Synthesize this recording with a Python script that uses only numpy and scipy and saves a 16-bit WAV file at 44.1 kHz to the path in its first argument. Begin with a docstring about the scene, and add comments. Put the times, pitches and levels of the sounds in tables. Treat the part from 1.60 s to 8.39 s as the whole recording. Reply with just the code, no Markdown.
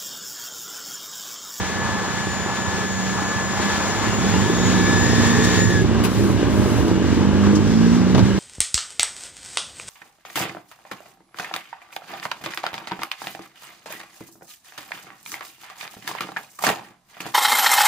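"""A small diesel bus heard from inside: it idles, pulls away, changes gear and pulls again.
Firings boom as harmonics in cabin resonances and as kicks on the body; noise flares clatter in the block.
A pump whines as a set of tones until it is switched off; air valves spit and hiss as shaped noise.
Hard engine knocks and road bumps ring the body through a thump response; panels drone, trim buzzes."""
import sys
import numpy as np
from scipy import signal
from scipy.fft import rfft, irfft, next_fast_len
from scipy.io import wavfile

SR = 44100
rng = np.random.default_rng(int(sys.argv[2]) if len(sys.argv) > 2 else 0)


def bounce(signal):
    """Save signal as a 16-bit WAV file at the path given by the first command-line argument."""
    frames = np.transpose(np.atleast_2d(signal))
    limited = np.clip(frames, -1, 1)
    pcm = np.round(limited * 32767).astype(np.int16)
    wavfile.write(sys.argv[1], SR, pcm)


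N = 299439
SECONDS = np.arange(N) / SR

# microphone pair: (frequency [Hz], left minus right level [dB], phase lead of the left [rad], likeness [0-1])
MICROPHONES = [(60, -8, -1.9, .98), (120, -6.5, -1.5, .98), (260, -2.3, -1.1, .97), (550, 1.2, -.6, .91),
               (1200, 1.9, -.38, .91), (2300, 1.4, -.3, .7), (3400, 2, -.7, .25), (4500, 3.5, -2.9, .2),
               (7000, 3.2, -3.1, .7), (8300, 1.8, -np.pi, .9), (9400, .2, -np.pi, .999)]


def amp(db):
    """Decibels to gain."""
    return 10 ** (np.asarray(db) / 20)


def evened(x):
    """Scales to rms 1."""
    return x / np.sqrt(np.mean(x ** 2) + 1e-20)


def played(rows):
    """The columns of a time table, interpolated at every sample."""
    times, *columns = np.transpose(rows)
    return [np.interp(SECONDS, times, column) for column in columns]


def spectrum(rows):
    """The columns of a frequency table at every FFT bin, interpolated over log frequency."""
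    hz, *columns = np.transpose(rows)
    bins = np.fft.rfftfreq(next_fast_len(N), 1 / SR)
    return [np.interp(np.log(bins + 1), np.log(hz), column) for column in columns]


def filtered(x, response):
    """Applies a frequency response."""
    size = next_fast_len(N)
    return irfft(rfft(x, size) * response, size)[..., :N]


def causal(colour):
    """A minimum-phase response of this colour: it rings only after its excitation."""
    size = next_fast_len(N)
    cepstrum = irfft(np.log(amp(spectrum(colour)[0])), size)
    # fold the cepstrum onto positive time
    cepstrum[1:size // 2] *= 2
    cepstrum[size // 2 + 1:] = 0
    return np.exp(rfft(cepstrum))


def noise(colour):
    """Coloured noise of a diffuse field, rms 1, partly alike at the two microphones."""
    first, second = rng.standard_normal((2, N))
    alike = np.clip(spectrum(MICROPHONES)[2], 0, 1)
    gain = amp(spectrum(colour)[0])
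    left = filtered(first, gain)
    right = filtered(first, gain * alike) + filtered(second, gain * np.sqrt(1 - alike ** 2))
    return evened(np.array([left, right]))


def drift(rate):
    """Smooth random wander of rms 1: sines from a tenth of the rate up to the rate [Hz]."""
    t = np.linspace(0, N / SR, num=2048)
    wander = sum(np.sin(2 * np.pi * (f * t + rng.random())) / np.sqrt(f)
                 for f in np.geomspace(rate / 10, rate, 20))
    return np.interp(SECONDS, t, evened(wander))


def ramp(start, end):
    """Rises from 0 to 1 between two times."""
    return np.clip((SECONDS - start) / (end - start), 0, 1)


def held(start, end, attack_s, release_s):
    """Envelope: linear attack, hold, exponential release."""
    return ramp(start, start + attack_s) * np.exp(-np.maximum(SECONDS - end, 0) / release_s)


def swell(s, width_s, height):
    """A bell-shaped rise or dip."""
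    return height * np.exp(-((SECONDS - s) / width_s) ** 2)


def level(pair_db, moving, *efforts):
    """Layer gain: moves from its standing to its under-way level, and efforts add their power."""
    standing_db, under_way_db = pair_db
    base = amp(standing_db + (under_way_db - standing_db) * moving)
    return np.sqrt(base ** 2 + sum(effort ** 2 for effort in efforts))


def drone(rows, stray_hz, waver_db=0.0):
    """A gliding tone that wavers in pitch and, if asked, in level."""
    hz, db = played(rows)
    turns = np.cumsum(hz + stray_hz * drift(30)) / SR
    return amp(db + waver_db * drift(13)) * evened(np.sin(2 * np.pi * turns))


def overtone(turns, fading_db, phase_spread):
    """A tone in standing waves: it fades in and out, and its phase [rad] differs between the microphones."""
    offset = phase_spread * drift(3.3) * np.array([[1], [-1]])
    return evened(amp(fading_db * drift(24.13)) * np.sin(2 * np.pi * turns + offset))


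def fuzzy(hz, width_hz, apart=0.86):
    """A rough tone of rms 1: narrow noise shifted to follow a pitch, partly alike at the two microphones."""
    smooth = signal.butter(2, width_hz / 2, fs=SR, output="sos")
    raw = rng.standard_normal((3, N)) + 1j * rng.standard_normal((3, N))
    shared, left, right = signal.sosfilt(smooth, raw)
    carrier = np.exp(2j * np.pi * np.cumsum(hz * np.ones(N)) / SR)
    return evened(((shared + apart * np.array([left, right])) * carrier).real)


def road():
    """Floor rumble, as coloured noise, builds up as the bus gathers speed and heaves over the bump."""
    # rumble colour: (frequency [Hz], relative level [dB])
    rumble_colour = [(30, -43), (48, -10.5), (68, -3), (98, 0.5), (130, 0.5), (150, -7), (220, -4.5),
                     (500, -70)]
    rumble_db = (-31.5, -22.5)  # standing, under way
    heave_db = swell(6.58, width_s=0.074, height=7.5)
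    return level(rumble_db, ramp(1.82, 3.6)) * amp(heave_db) * noise(rumble_colour)


def shaft():
    """The drive shaft drones as a gliding tone."""
    # drive shaft drone: (time [s], frequency [Hz], level [dB])
    shaft_glide = [(3.6, 58, -70), (4.3, 61.4, -33), (5.0, 69.8, -31), (5.35, 77, -24.5), (5.7, 89, -24),
                   (6.03, 99.8, -23), (6.2, 101.8, -36)]
    return drone(shaft_glide, stray_hz=1.7)


def panel():
    """A floor panel hums under load as a low wavering tone."""
    # panel hum: (time [s], frequency [Hz], level [dB])
    panel_glide = [(1.9, 101.4, -57), (2.5, 103.4, -30), (3.9, 103.8, -22.5), (5.1, 110.9, -26),
                   (5.5, 107, -46)]
    return drone(panel_glide, stray_hz=0.81)


def groan():
    """The body groans over the bump, its pitch rising."""
    # body groan: (time [s], frequency [Hz], level [dB])
    groan_glide = [(6.51, 72.46, -51), (6.585, 100.5, -18.5), (6.65, 123, -17), (6.73, 128, -45)]
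    return drone(groan_glide, stray_hz=0.97)


def howl():
    """A sinking howl wavers strongly in pitch and level."""
    # howl: (time [s], mean frequency [Hz], mean level [dB])
    howl_glide = [(3.35, 480, -50), (3.55, 468, -36), (4.0, 422, -31), (4.45, 362, -36), (4.6, 360, -66)]
    return drone(howl_glide, stray_hz=18, waver_db=2.5)


def trim(onset_s=0.15, flutter_db=2.3):
    """Loose trim buzzes from the gear change on: fluttering noise in its own resonances."""
    # trim resonances: (frequency [Hz], relative level [dB])
    trim_colour = [(400, -27), (540, -4), (595, 10.5), (650, -22.5), (1400, -5.5), (1640, 3), (1950, -24.5),
                   (2850, -4), (3400, -19), (6000, -45)]
    start_s, mean_db = 4.04, -39.5
    return amp(mean_db + flutter_db * drift(16)) * ramp(start_s, start_s + onset_s) * noise(trim_colour)


def squeaks(width_share=0.04):
    """Fittings sing briefly, each as a fuzzy tone at its own pitch."""
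    # squeaking fittings: (time [s], swell width [s], frequency [Hz], peak level [dB])
    fittings = [(2.53, 0.05, 2820, -38), (3.25, 0.05, 2300, -33.5), (5.05, 0.27, 604.5, -34),
                (5.46, 0.12, 2830, -47), (6.71, 0.07, 2970, -44)]
    return sum(swell(s, width_s, amp(db)) * fuzzy(hz, width_share * hz) for s, width_s, hz, db in fittings)


def knocks_and_bumps(shudder_db=-15, shudder_s=0.018, rattle_s=0.012, attack_s=0.002):
    """Hard engine knocks and road bumps ring the body, leave it shuddering and rattle its fittings."""
    # knocks and bumps: (time [s], thump peak [dB], rattle level [dB])
    hits = [(1.688, -24, -25), (4.019, -5, -40), (4.103, -6.5, -39), (4.219, -8, -39), (5.282, -6, -32),
            (6.547, -10, -14.5), (6.579, -5, -17.5), (6.592, -10, -21.5)]
    # thump colour: (frequency [Hz], relative level [dB])
    thump_colour = [(20, -26), (55, -29), (90, -2), (150, 5.5), (240, -3), (450, 7.5), (800, -28)]
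    # rattle colour: (frequency [Hz], relative level [dB])
    rattle_colour = [(200, -15), (600, 4.5), (1300, -4.5), (2200, -13), (4000, -12), (7000, -20),
                     (15000, -77)]
    body = causal(thump_colour)
    impulses = sum(amp(db) * (np.arange(N) == round(s * SR)) for s, db, _ in hits)
    thumps = filtered(impulses, body) / abs(irfft(body)).max()
    # shudder level is relative to the thump peak; overlapping shudders add their power
    shudders = np.sqrt(sum((amp(db + shudder_db) * held(s, s, attack_s, shudder_s)) ** 2
                           for s, db, _ in hits))
    rattles = sum(amp(db) * held(s, s, attack_s, rattle_s) for s, _, db in hits)
    return thumps + shudders * noise(thump_colour) + rattles * noise(rattle_colour)


def valves(opening_share=0.3, fall_share=0.22):
    """Compressed air hisses as band noise: it swells as a valve opens and dies away as it shuts."""
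    # air bursts: (time [s], length [s], level before the side gains [dB], centre [Hz], width [octaves])
    bursts = [(2.012, 0.012, -31, 3000, 0.5), (3.836, 0.02, -25, 5750, 0.8),
              (3.906, 0.06, -32.5, 3800, 0.45), (4.433, 0.025, -27, 2200, 0.7),
              (5.949, 0.018, -30, 5760, 0.15), (5.961, 0.42, -40, 5360, 0.2),
              (4.434, 0.02, -22.5, 12000, 0.33), (4.44, 0.26, -35, 10800, 0.5),
              (4.85, 0.36, -36, 10300, 0.5)]
    side_gains = amp((1.1, -1.1))[:, None]  # left, right: the air is slightly louder on the left
    hz, out = np.geomspace(200, SR / 2, 20), np.zeros((2, N))
    for s, length, db, centre_hz, octaves in bursts:
        distance = np.log2(hz / centre_hz) / octaves
        colour = np.transpose([hz, -10 * np.log10(1 + distance ** 2 * 2)])
        opening = held(s, s + length, opening_share * length, fall_share * length + .01)
        out += amp(db) * opening * noise(colour)
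    return out * side_gains


def pump(fading_db=1.6, phase_spread=0.35, hiss_db=-42, waver_db=1.0, ripple_turns=0.0018):
    """A six-vane pump whines and hisses with a slight ripple in its speed, then runs down."""
    # whine pitch: (time [s], mean tone frequency [Hz])
    whine_pitch = [(0, 1721.4), (4.135, 1722), (4.18, 1690), (4.25, 1655)]
    # overtones: (multiple of the shaft speed, level before swells and brightness [dB])
    orders = [(12, -51.5), (18, -49.5), (22, -53), (23, -52), (24, -38.5), (25, -54), (30, -55)]
    # swells and dips of single tones: (time [s], width [s], multiple of the shaft speed, change [dB])
    tone_swells = [(.25, 0.13, 6, 3), (1.77, 0.052, 6, 4), (2.1, 0.083, 6, 4.5), (2.55, .035, 6, -8),
                   (2.76, 0.064, 6, -10), (3.26, 0.13, 6, 5.5), (4.18, 0.04, 6, 3.5), (3.25, 0.1, 12, 6),
                   (3.48, 0.22, 18, 7), (.2, 0.35, 24, -2), (3.44, 0.078, 24, 4.5), (4.02, 0.05, 24, 5.5),
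                   (4.14, .06, 24, -7)]
    # hiss colour: (frequency [Hz], relative level [dB])
    hiss_colour = [(2500, -7), (4500, 4), (7000, 22), (7900, 11), (9700, -2), (12200, 15.5), (15000, 5)]
    off_s, run_down_s, dulls_s = 4.205, .03, 0.12
    still_s = off_s + run_down_s

    ripple = np.sin(2 * np.pi * 100 * SECONDS)
    turns = np.cumsum(played(whine_pitch)[0] + .8 * drift(40)) / SR / 6  # shaft turns: six vanes per turn
    turns = turns + ripple_turns * ripple

    def swells_db(order):
        """How far this tone rises or dips."""
        return sum(swell(s, width_s, db) for s, width_s, k, db in tone_swells if round(k) == order)

    # the whine starts near -34 dB and grows by 4 dB
    tone_db = -34 + 4 * ramp(3.06, 3.4) + swells_db(order=6) + waver_db * drift(14)
    tone = amp(tone_db) * evened((1 + .22 * ripple) * np.sin(2 * np.pi * 6 * turns))
    overtones = sum(amp(db + swells_db(round(k))) * overtone(round(k) * turns, fading_db, phase_spread)
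                    for k, db in orders)
    # overtones and hiss brighten as the pump runs and dull shortly before it stops
    brightness = amp(-1 + 11.5 * ramp(0, 5.9)) * np.sqrt(1 - ramp(still_s - dulls_s, still_s))
    running = 1 - ramp(off_s, still_s)
    return running * tone + brightness * (overtones + amp(hiss_db) * noise(hiss_colour))


def whistle(firing_hz, turns, attack_s=0.18, release_s=0.025, fading_db=2.5, phase_spread=0.5):
    """High harmonics of the engine sing in turn under load as they pass one narrow resonance."""
    orders = (30, 31, 32)  # multiples of the firing rate
    resonance_hz, width_hz, whistle_db = 1830, 62, -32.5
    tones = 0
    for k in orders:
        passed = 1 / (1 + (2 * (k * firing_hz - resonance_hz) / width_hz) ** 2)
        tones = tones + np.sqrt(passed) * overtone(k * turns, fading_db, phase_spread)
    return amp(whistle_db) * held(3.31, 4.13, attack_s, release_s) * tones


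def gears(firing_hz):
    """Fuzzy tones of meshing teeth ride on the engine speed."""
    # gear whirr: (multiple of the firing rate, width [Hz], relative level [dB])
    meshes = [(18.37, 120, -8), (61.8, 210, -6)]
    return sum(amp(db) * fuzzy(multiple * firing_hz, width_hz) for multiple, width_hz, db in meshes)


def intake(gust_db=1.0):
    """Air rushes in as gusting noise and gulps as the pull begins."""
    # rush colour: (frequency [Hz], relative level [dB])
    rush_colour = [(700, -36.5), (1600, 9.5), (2100, 6.5), (2600, 2.5), (3500, 4), (5000, 1.5), (7000, 1),
                   (8200, -1), (9700, -18), (12200, -3), (15000, -12)]
    gulp_db = swell(2.15, width_s=0.1, height=3.1)
    return amp(gulp_db + gust_db * drift(20)) * noise(rush_colour)


def clatter(turns, depth=0.37, fade=0.49, flutter_db=0.83):
    """Combustion noise from the block flares at each firing and fades over a share of the cycle."""
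    # clatter colour: (frequency [Hz], relative level [dB])
    clatter_colour = [(200, -8.5), (450, -1), (640, -1.5), (820, 3), (1080, 2.5), (1320, -1), (1600, -4),
                      (2100, -12.5), (3000, -14), (8000, -52)]
    flare = 1 + depth * np.exp(-(turns % 1) / fade)
    return evened(noise(clatter_colour) * flare * amp(flutter_db * drift(25)))


def knock(turns, uneven_db=1.5, kick=0.42, fade=0.4, steady=0.22):
    """Each firing kicks the body with its own strength and shakes loose panels."""
    # strength of each cylinder's knock: (relative level [dB])
    cylinders = [5, 5, 1.5, 7, 2, 5]
    # body colour: (frequency [Hz], relative level [dB])
    knock_colour = [(30, -52), (90, -5.5), (160, -18.5), (220, -2), (340, 0.5), (430, -3.5), (540, -12.5),
                    (700, -21.5), (1500, -38), (4000, -46.5), (12000, -72)]
    count = turns.astype(int)
    chance_db = uneven_db * (2 * rng.random(N) - 1)[count]  # one draw per firing
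    strength = amp(np.array(cylinders)[count % len(cylinders)] + chance_db)
    kicks = evened(np.diff(count, prepend=0) * strength)
    shake_envelope = strength * (steady + np.exp(-(turns % 1) / fade))
    shake = evened(shake_envelope * rng.standard_normal(N))
    return evened(filtered(kick * kicks + shake, causal(knock_colour)))


def boom(firing_hz, turns, boom_gain, growl_gain, waver_db=1.8, stray=0.028):
    """Firing harmonics swell as they cross the cabin's resonances: low ones boom, high ones growl."""
    # cabin resonances: (frequency [Hz], relative level [dB])
    cabin = [(30, -25), (60, -4), (110, -21), (145, -15.5), (185, 4), (210, 1), (240, 0), (290, -10.5),
             (345, -30.5), (430, -17.5), (600, -15)]
    # firing harmonics: (multiple of the firing rate, relative level [dB])
    harmonics = [(1, -6), (2, -19), (3, 6), (4, -2.5), (5, -3), (6, -2.5), (7, -6.5)]
    # single harmonics that boom: (time [s], width [s], multiple of the firing rate, added peak level [dB])
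    single_booms = [(1.45, 0.24, 6, -27.5), (2.06, 0.034, 6, -23.5), (2.68, 0.067, 5, -21.5),
                    (2.791, 0.09, 4, -20.5), (3.13, 0.2, 3, -20.5), (3.2, 0.24, 4, -26),
                    (3.7, 0.26, 4, -21.5), (4.05, 0.23, 3, -22), (4.38, 0.12, 4, -23),
                    (4.65, 0.065, 3, -21.5), (4.65, 0.08, 5, -28.5), (5.15, 0.17, 6, -28),
                    (4.85, 0.11, 5, -26), (5.0, 0.09, 4, -21.5), (5.35, 0.41, 7, -27.5),
                    (5.66, 0.23, 5, -24), (5.68, 0.12, 4, -20.5), (5.88, 0.12, 4, -15),
                    (5.961, 0.036, 6, -19.5), (6.16, 0.15, 5, -26), (6.26, 0.2, 4, -15),
                    (6.52, 0.41, 3, -18), (6.561, 0.11, 4, -22)]
    cabin_hz, cabin_db = np.transpose(cabin)
    gains = []
    for k, harmonic_db in harmonics:
        high = np.clip((k * firing_hz - 255) / 35, 0, 1)  # booming below 255 Hz, growling above 290 Hz
        gain = amp(harmonic_db + np.interp(k * firing_hz, cabin_hz, cabin_db))
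        gains.append(gain * np.array([1 - high, high]))
    # share out the power of each band; the small floor applies to the growl
    total = sum(gain ** 2 for gain in gains) + np.array([[0], [.06]])
    out = np.zeros(N)
    for (k, _), gain in zip(harmonics, gains):
        low, high = gain ** 2 / total * amp(waver_db * drift(9)) ** 2
        swells = sum(swell(s, width_s, amp(peak_db)) ** 2
                     for s, width_s, order, peak_db in single_booms if round(order) == round(k))
        power = low * boom_gain ** 2 + high * growl_gain ** 2 + swells
        out += np.sqrt(2 * power) * np.cos(2 * np.pi * (round(k) * turns + stray * drift(30)))
    return out


def engine(growl_db=-6.5, shake_db=0.52, load_clatter_db=-10):
    """The engine's speed and load drive its boom, knock, clatter, gear whirr, intake and whistle."""
    # engine speed: (time [s], firing rate [Hz])
    speed = [(0, 31.3), (1.85, 31.7), (2.06, 33), (2.62, 35.5), (2.83, 51.5), (2.95, 58.8), (3.07, 62.2),
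             (3.56, 58), (3.82, 58.7), (3.98, 60.3), (4.19, 59.3), (4.34, 55), (4.63, 68.5), (4.73, 63.5),
             (4.87, 55.1), (5.0, 49.5), (5.19, 46.6), (5.44, 46.3), (5.6, 49), (5.97, 51.2), (6.47, 61.7),
             (6.7, 65.5), (6.79, 64)]
    # pedal presses that load the engine: (start [s], end [s], effort level before the knock and growl trims [dB])
    press_rows = [(1.948, 2.065, -29.5), (2.62, 3.315, -37), (3.52, 4.145, -35), (4.345, 4.448, -27),
                  (4.518, 5.46, -27), (5.504, 5.779, -26.5), (5.776, 5.902, -22), (6.012, 6.605, -34)]
    # standing and under-way level of each layer, before efforts and trims [dB]
    boom_db, knock_db, clatter_db = (-32.5, -27), (-35, -25), (-29.5, -36.5)
    rush_db, gears_db = (-32, -34), (-41.5, -43.5)

    firing_hz, = played(speed)
    turns = np.cumsum(firing_hz) / SR  # counts firings
    moving = ramp(2.1, 2.82)
    presses = [amp(db) * held(start, end, attack_s=0.084, release_s=0.075) for start, end, db in press_rows]
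    booming = level(boom_db, moving)
    knocking = level(knock_db, moving, *presses)
    body = boom(firing_hz, turns, booming, amp(growl_db) * knocking)
    body = body + amp(shake_db) * knocking * knock(turns)

    # the hard pull in first gear makes block, intake and gears loud
    pull_start_s = 1.824
    pull = held(pull_start_s, 3.95, attack_s=0.22, release_s=0.15)
    # outside the pull the clatter swells and sinks, less deeply under way
    crest_s, period_s = 1.026, 0.677
    depth_db = (1.62 - 0.54 * moving) * (1.0 - pull)
    clatter_swell = amp(depth_db * np.cos(2 * np.pi * (SECONDS - crest_s) / period_s))
    block_level = level(clatter_db, moving, amp(-28.5) * pull, amp(load_clatter_db) * knocking)
    block = block_level * clatter_swell * clatter(turns)

    whirr_db = -37 + 4.5 * np.log2(firing_hz / firing_hz[0])  # 4.5 dB per octave of engine speed
    whirr = level(gears_db, moving, amp(whirr_db) * pull) * gears(firing_hz)
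    intake_db = -35 + 4.5 * (SECONDS - pull_start_s)  # grows by 4.5 dB per second
    air = level(rush_db, moving, amp(intake_db) * pull) * intake()
    return body + block + whirr + air + whistle(firing_hz, turns)


def scene():
    """The whole cabin: road, drones, fittings, air valves, pump and engine sound together."""
    drones = shaft() + panel() + groan() + howl()
    fittings = trim() + squeaks()
    return road() + drones + fittings + knocks_and_bumps() + valves() + pump() + engine()


def record(dry):
    """Two microphones differ in level and phase; peaks round off, then a treble notch and band limit follow."""
    balance_db, lead, _ = spectrum(MICROPHONES)
    half = amp(balance_db / 2) * np.exp(.5j * lead)
    mean_gain = np.sqrt((abs(half) ** 2 + abs(half) ** -2) / 2)
    pair = filtered(dry, np.array([half, 1 / half]) / mean_gain)
    ceiling = 1.0  # amplitude that rounded peaks approach
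    pair = pair / (1 + (pair / ceiling) ** 8) ** (1 / 8)
    # notch from 9400 to 10350 Hz, upper edge at 15400 Hz
    band = signal.firwin(511, [9400, 10350, 15400], window=("kaiser", 9), fs=SR)
    return signal.oaconvolve(pair, band[None], "same")


dry = scene()
out = record(dry)
bounce(out)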